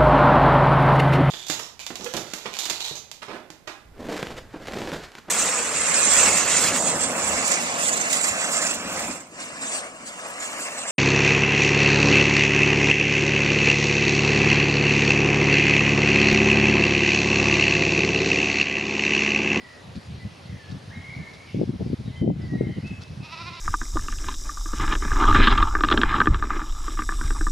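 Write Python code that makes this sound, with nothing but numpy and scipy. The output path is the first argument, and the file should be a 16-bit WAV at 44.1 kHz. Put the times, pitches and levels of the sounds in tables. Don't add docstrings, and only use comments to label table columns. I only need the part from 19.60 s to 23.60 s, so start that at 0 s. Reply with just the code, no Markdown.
import sys
import numpy as np
from scipy import signal
from scipy.fft import rfft, irfft
from scipy.io import wavfile
from scipy.ndimage import uniform_filter1d

SR = 44100
rng = np.random.default_rng(int(sys.argv[2]) if len(sys.argv) > 2 else 0)


def bounce(signal):
    frames = np.transpose(np.atleast_2d(signal))
    limited = np.clip(frames, -1, 1)
    pcm = np.round(limited * 32767).astype(np.int16)
    wavfile.write(sys.argv[1], SR, pcm)


N = 176400
T, HZ = np.arange(N) / SR, np.fft.rfftfreq(N, 1 / SR)

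# frequency in Hz, left-right correlation.
MEADOW_LIKENESS = [(200, 0.64), (600, 0.33), (1200, 0.15), (2500, 0.61), (4500, 0.86), (8000, 0.93),
                   (12000, 0.71)]


def sheep():
    # crest time in seconds, pitch in Hz, effort in dB,
    # drop between quavers in dB, swell time in seconds.
    quavers = [(3.657, 319.4, -45, 18, .022), (3.737, 333, -39.5, 17.5, 0.028),
               (3.816, 343.8, -41, 4, 0.042), (3.884, 355.6, -37.5, 14.5, 0.036),
               (3.958, 349.5, -44, 7, 0.0355), (4.02, 354, -44, 3, 0.031)]
    # frequency in Hz, gain in dB.
    throat = [(300, -16.5), (690, -14.5), (1010, 2), (1370, -1.5), (1700, -21.5), (2070, -4), (2220, -13),
              (2480, -1), (2750, -8), (3150, -18.5), (3550, -11), (3850, -4), (4300, -12), (5200, -11.5),
              (5900, -20.5), (6500, -45)]
    # frequency in Hz, relative level in dB.
    rasp_tone = [(300, -15), (800, -6), (1150, -15), (1700, -5), (2500, 2), (3200, -3), (3900, 0),
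                 (5400, -3), (6500, -11.5), (13000, -33)]
    # frequency in Hz, left over right in dB.
    pan = [(500, -10), (1150, -5), (2200, -5), (3800, 2)]
    start_s, onset_s, fall_s = 3.62, .015, .016
    pitch_sag, jitter, shimmer = .078, .003, .22
    treble_hz, treble_follow = 1700, .57
    crests, top_hz, top_db, drop_db, swell_s = np.transpose(quavers)
    arches = [np.exp(-((T - s) / np.where(T < s, swell, fall_s)) ** 2)
              for s, swell in zip(crests, swell_s)]
    lift = np.max(arches, axis=0)
    hz = np.interp(T, crests, top_hz) * (1 - pitch_sag * (1 - lift)) * (1 + jitter * wander(hz=143))
    effort = amp(np.interp(T, crests, top_db) - np.interp(T, crests, drop_db) * (1 - lift))
    treble_effort = effort.max() * (effort / effort.max()) ** treble_follow
    phase = 2 * np.pi * np.cumsum(hz) / SR
    pulses = sum(amp(1.8 * wander(hz=16)) * np.cos(k * phase + .09 * k ** 2 + .25 * wander(hz=40))
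                 for k in np.arange(1, 23))
    vowel = ring(pulses * (1 + shimmer * wander(hz=220)), throat)
    vowel /= vowel[T > start_s].std()
    body = irfft(rfft(vowel) / (1 + (HZ / treble_hz) ** 10), N)
    rasp = unit(colour(rng.standard_normal(N) * (1 + .5 * np.cos(phase)), rasp_tone))
    voice = amp(-1.2) * (effort * body + treble_effort * (vowel - body))
    voice += amp(-14) * treble_effort * rasp
    voice *= np.clip((T - start_s) / onset_s, 0, 1)
    return place(voice + amp(-14) * wood_echo(voice), pan)


def wind():
    # start in seconds, length in seconds, relative level in dB.
    puffs = [(.24, 0.086, -43), (.345, 0.059, -30.5), (.45, 0.15, -34.5), (.625, 0.063, -28),
             (.88, 0.098, -33), (1.08, 0.11, -31.5), (1.27, 0.05, -37), (1.355, 0.058, -31.5),
             (1.48, 0.051, -37.5), (1.55, 0.088, -30.5), (1.933, 0.069, -24), (1.975, 0.09, -21),
             (2.06, 0.065, -26.5), (2.12, 0.06, -29.5), (2.19, 0.049, -21.5), (2.23, 0.07, -27.5),
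             (2.29, 0.064, -27.5), (2.385, 0.037, -28.5), (2.44, 0.084, -27), (2.52, 0.19, -34.5),
             (2.603, 0.071, -22), (2.655, 0.088, -20), (2.72, 0.15, -29), (2.82, 0.097, -31),
             (2.9, 0.1, -21.5), (2.99, 0.084, -24), (3.055, 0.087, -26.5), (3.15, 0.061, -25),
             (3.22, 0.062, -26.5), (3.28, 0.076, -29), (3.375, 0.056, -33), (3.48, 0.06, -33.5),
             (3.56, 0.084, -33.5), (3.79, 0.15, -41)]
    # frequency in Hz, relative level in dB.
    light_tone = [(20, -33), (50, -15.5), (85, 0.5), (120, 1.5), (200, -5.5), (300, -20), (450, -37),
                  (800, -38.5), (1600, -84)]
    strong_tone = [(20, -44), (50, -41), (90, -3), (140, 7), (300, 1.5), (400, -9), (550, -16.5),
                   (800, -26), (1600, -69)]
    # frequency in Hz, left over right in dB.
    pan = [(100, .1), (200, 0.34), (360, 6.4), (700, 4.4)]
    # frequency in Hz, left-right correlation.
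    likeness = [(110, 0.95), (200, 0.89), (350, 0.61), (700, 0.16)]
    lull_db, light_db, strong_db, sputter_db = -48.5, -34.5, -22, 3.5
    force = amp(-2) * swells(puffs) + amp(lull_db + 3.4 * wander(hz=12.4))
    hardness = np.clip((20 * np.log10(force) - light_db) / (strong_db - light_db), 0, 1)
    air = place(noise_pair(likeness), pan) * amp(sputter_db * wander(hz=56.2))
    eddies = (1 - hardness) * unit(colour(air, light_tone)) + hardness * unit(colour(air, strong_tone))
    running_rms = np.sqrt(uniform_filter1d((eddies ** 2).mean(0), size=1300))
    return force * eddies / running_rms


def buffets():
    # centre in seconds, envelope height in dB, pitch in Hz.
    thumps = [(1.947, -13, 333), (2.015, -7.5, 415), (2.034, -9, 310), (2.094, -10, 223), (2.264, -17, 255),
              (2.302, -17, 257), (2.333, -10.5, 287), (2.341, -12, 196), (2.616, -11, 148),
              (2.672, -15.5, 384), (2.678, -7.5, 390), (2.688, -6.5, 235), (2.703, -13.5, 500),
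              (3.011, -4, 335), (3.071, -15, 250), (3.186, -18.5, 320)]
    width_cycles, split_hz, right_gain, lag_s = .32, 223, .29, .00062
    left = np.zeros(N)
    for s, db, hz in thumps:
        cycles = (T - s) * hz
        left += amp(db) * np.exp(-.5 * (cycles / width_cycles) ** 2) * np.sin(2 * np.pi * cycles)
    bass = 1 / (1 + (HZ / split_hz) ** 4)
    to_right = bass + (1 - bass) * right_gain * np.exp(-2j * np.pi * HZ * lag_s)
    return np.array([left, irfft(rfft(left) * to_right, N)])


def bird():
    # start and length in seconds, the glide's first and last pitch in Hz,
    # relative level in dB, warble depth as a share of pitch.
    notes = [(0.0, 0.069, 2000, 1890, -54, 0.011), (0.07, 0.099, 1932, 1847, -59, 0.026),
             (0.594, 0.048, 1997, 1975, -56, 0.0065), (0.74, 0.043, 2670, 2650, -59.5, .002),
             (0.868, 0.095, 2100, 1915, -60.5, 0.036), (0.988, 0.081, 1815, 1658, -57, .003),
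             (1.035, 0.043, 4330, 4370, -62, .002), (1.3, 0.043, 1530, 2150, -51.5, 0.026),
             (1.332, 0.066, 2110, 2162, -50, 0.014), (1.33, 0.081, 1850, 1820, -63, 0.013),
             (1.347, 0.036, 3930, 3820, -58, 0.0092), (1.403, 0.024, 1680, 2130, -53.5, 0.009),
             (1.433, 0.083, 2150, 2140, -47.5, 0.022), (1.492, 0.07, 2160, 2170, -47.5, 0.051),
             (1.565, 0.12, 2140, 2150, -53.5, 0.024), (1.593, 0.1, 1766, 1825, -58.5, 0.019),
             (1.72, 0.21, 2170, 2242, -60, 0.032), (1.845, 0.11, 2500, 2820, -60, 0.09),
             (2.448, 0.043, 3850, 3770, -57.5, .016), (2.51, 0.12, 2030, 2035, -58, 0.0027),
             (2.554, 0.098, 3130, 3044, -53.5, 0.0045), (2.803, 0.096, 1990, 1952, -56.5, 0.0044),
             (2.81, 0.0305, 5300, 4470, -58.5, 0.016), (2.836, 0.053, 4530, 4380, -61.5, .009),
             (2.892, 0.077, 1915, 1898, -49, 0.007), (2.93, 0.085, 3910, 3870, -61, 0.006),
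             (2.97, 0.11, 2145, 2080, -51.5, 0.013), (3.061, 0.109, 1926, 2005, -54.5, 0.04),
             (3.061, 0.13, 3100, 2920, -58.5, 0.034), (3.24, 0.048, 2500, 2680, -47, 0.0036),
             (3.272, .045, 2660, 2538, -46, 0.0026), (3.601, 0.1, 2565, 2683, -54.5, 0.016),
             (3.747, 0.076, 2508, 2650, -55, 0.031)]
    warble_hz, fade_s, arch_depth = 64.63, .01, .014
    flutter = wander(hz=warble_hz * 2) / 2 + np.sin(2 * np.pi * warble_hz * T)
    song = np.zeros(N)
    for s, length, first_hz, last_hz, db, warble in notes:
        on = (T >= s) & (T < s + length)
        t = T[on] - s
        glide = first_hz + (last_hz - first_hz) * t / length
        hz = glide * (1 + warble * flutter[on] + arch_depth * (np.sin(np.pi * t / length) - .5))
        fade = np.clip(np.minimum(t, length - t) / fade_s, 0, 1)
        song[on] += amp(db) * fade * np.sqrt(2) * np.sin(2 * np.pi * np.cumsum(hz) / SR)
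    return amp(-1.55) * song + amp(-6) * wood_echo(song)


def grazing():
    # start in seconds, length in seconds, level in dB.
    bites = [(.345, 0.037, -57), (1.09, 0.046, -55.5), (1.68, 0.13, -61), (3.255, 0.044, -51.5),
             (3.405, 0.044, -51)]
    # frequency in Hz, relative level in dB.
    grass_tone = [(400, -47), (1300, 6), (2200, -11), (3800, 1.5), (5200, 0.5), (7000, -11), (11000, -24),
                  (14000, -40)]
    snaps = noise_pair(MEADOW_LIKENESS) * amp(5.2 * wander(hz=600))
    return swells(bites) * unit(colour(snaps, grass_tone))


def leaves():
    # frequency in Hz, relative level in dB.
    hiss_tone = [(100, -4), (250, 2), (500, 1.5), (850, -2), (1500, -6), (2050, -6), (2900, -8),
                 (4500, -9.5), (5500, -12.5), (7500, -22), (10800, -25), (12500, -35.5), (14000, -48)]
    patch_db = 1.4
    bands = signal.stft(colour(noise_pair(MEADOW_LIKENESS), hiss_tone), nperseg=512)[2]
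    patches = uniform_filter1d(rng.standard_normal(bands.shape[1:]), size=9, axis=0)
    patches = unit(uniform_filter1d(patches, size=14, axis=1))
    hiss = signal.istft(bands * amp(patch_db * patches), nperseg=512)[1][:, :N]
    return amp(-52.5) * unit(hiss)


def wood_echo(x):
    # frequency in Hz, seconds to fall by 60 dB.
    decay = [(300, 0.76), (2200, 0.92), (6000, 0.26)]
    echoes_per_s, predelay_s = 2000, .012
    taps = rng.standard_normal((2, SR)) * (rng.random((2, SR)) < echoes_per_s / SR)
    hz, t, bands = signal.stft(taps * (T[:SR] > predelay_s), SR, nperseg=256)
    tail = signal.istft(bands * amp(-60 * t / spectrum(decay, hz)[:, None]), SR, nperseg=256)[1]
    tail = tail + .48 * tail[::-1]
    return signal.fftconvolve(x[None], tail / np.linalg.norm(tail[0]), axes=1)[:, :N]


def amp(db):
    return 10 ** (np.asarray(db) / 20)


def unit(x):
    return x / np.sqrt(np.mean(x ** 2) + 1e-20)


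def spectrum(points, hz=HZ):
    f, value = np.transpose(points)
    return np.interp(np.log(hz + 1), np.log(f + 1), value)


def colour(x, points):
    return irfft(rfft(x) * amp(spectrum(points)), N)


def ring(x, points):
    log_gain = np.log(amp(spectrum(points, abs(np.fft.fftfreq(N, 1 / SR)))))
    return irfft(rfft(x) * np.exp(signal.hilbert(log_gain).conj())[:len(HZ)], N)


def place(x, points):
    side = spectrum(points) / 2
    return irfft(rfft(x) * amp([side, -side]), N)


def noise_pair(likeness):
    same = np.clip(spectrum(likeness), -1, 1)
    mid, side = rfft(rng.standard_normal((2, N))) * np.sqrt([(1 + same) / 2, (1 - same) / 2])
    return irfft(np.array([mid + side, mid - side]), N)


def wander(hz):
    return unit(irfft(rfft(rng.standard_normal(N)) / (1 + (HZ / hz) ** 4), N))


def swells(rows):
    return sum(amp(db) * np.sin(np.pi * np.clip((T - s) / length, 0, 1)) for s, length, db in rows)


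def scene():
    # time in seconds, gain in dB.
    fader = [(1.95, 4.5), (2.06, 2.5), (2.61, 3), (2.635, -3.5), (2.73, -4.5), (2.81, 2), (3.15, 1.5),
             (3.3, 3.5)]
    meadow = sheep() + bird() + grazing() + leaves()
    return meadow * amp(np.interp(T, *np.transpose(fader))) + wind() + buffets()


def record(dry):
    notch_hz, notch_width_hz, notch_depth = 7880, 110, .8
    low_cut_hz, high_cut_hz = 41, 13100
    notch = 1 - notch_depth * np.exp(-((HZ - notch_hz) / notch_width_hz) ** 2)
    low_cut = signal.butter(2, low_cut_hz, "high", fs=SR, output="sos")
    high_cut = signal.firwin(255, high_cut_hz, window=("kaiser", 9), fs=SR)
    notched = irfft(rfft(dry) * notch, N)
    return signal.oaconvolve(signal.sosfilt(low_cut, notched), high_cut[None], "same")


dry = scene()
out = record(dry)
bounce(out)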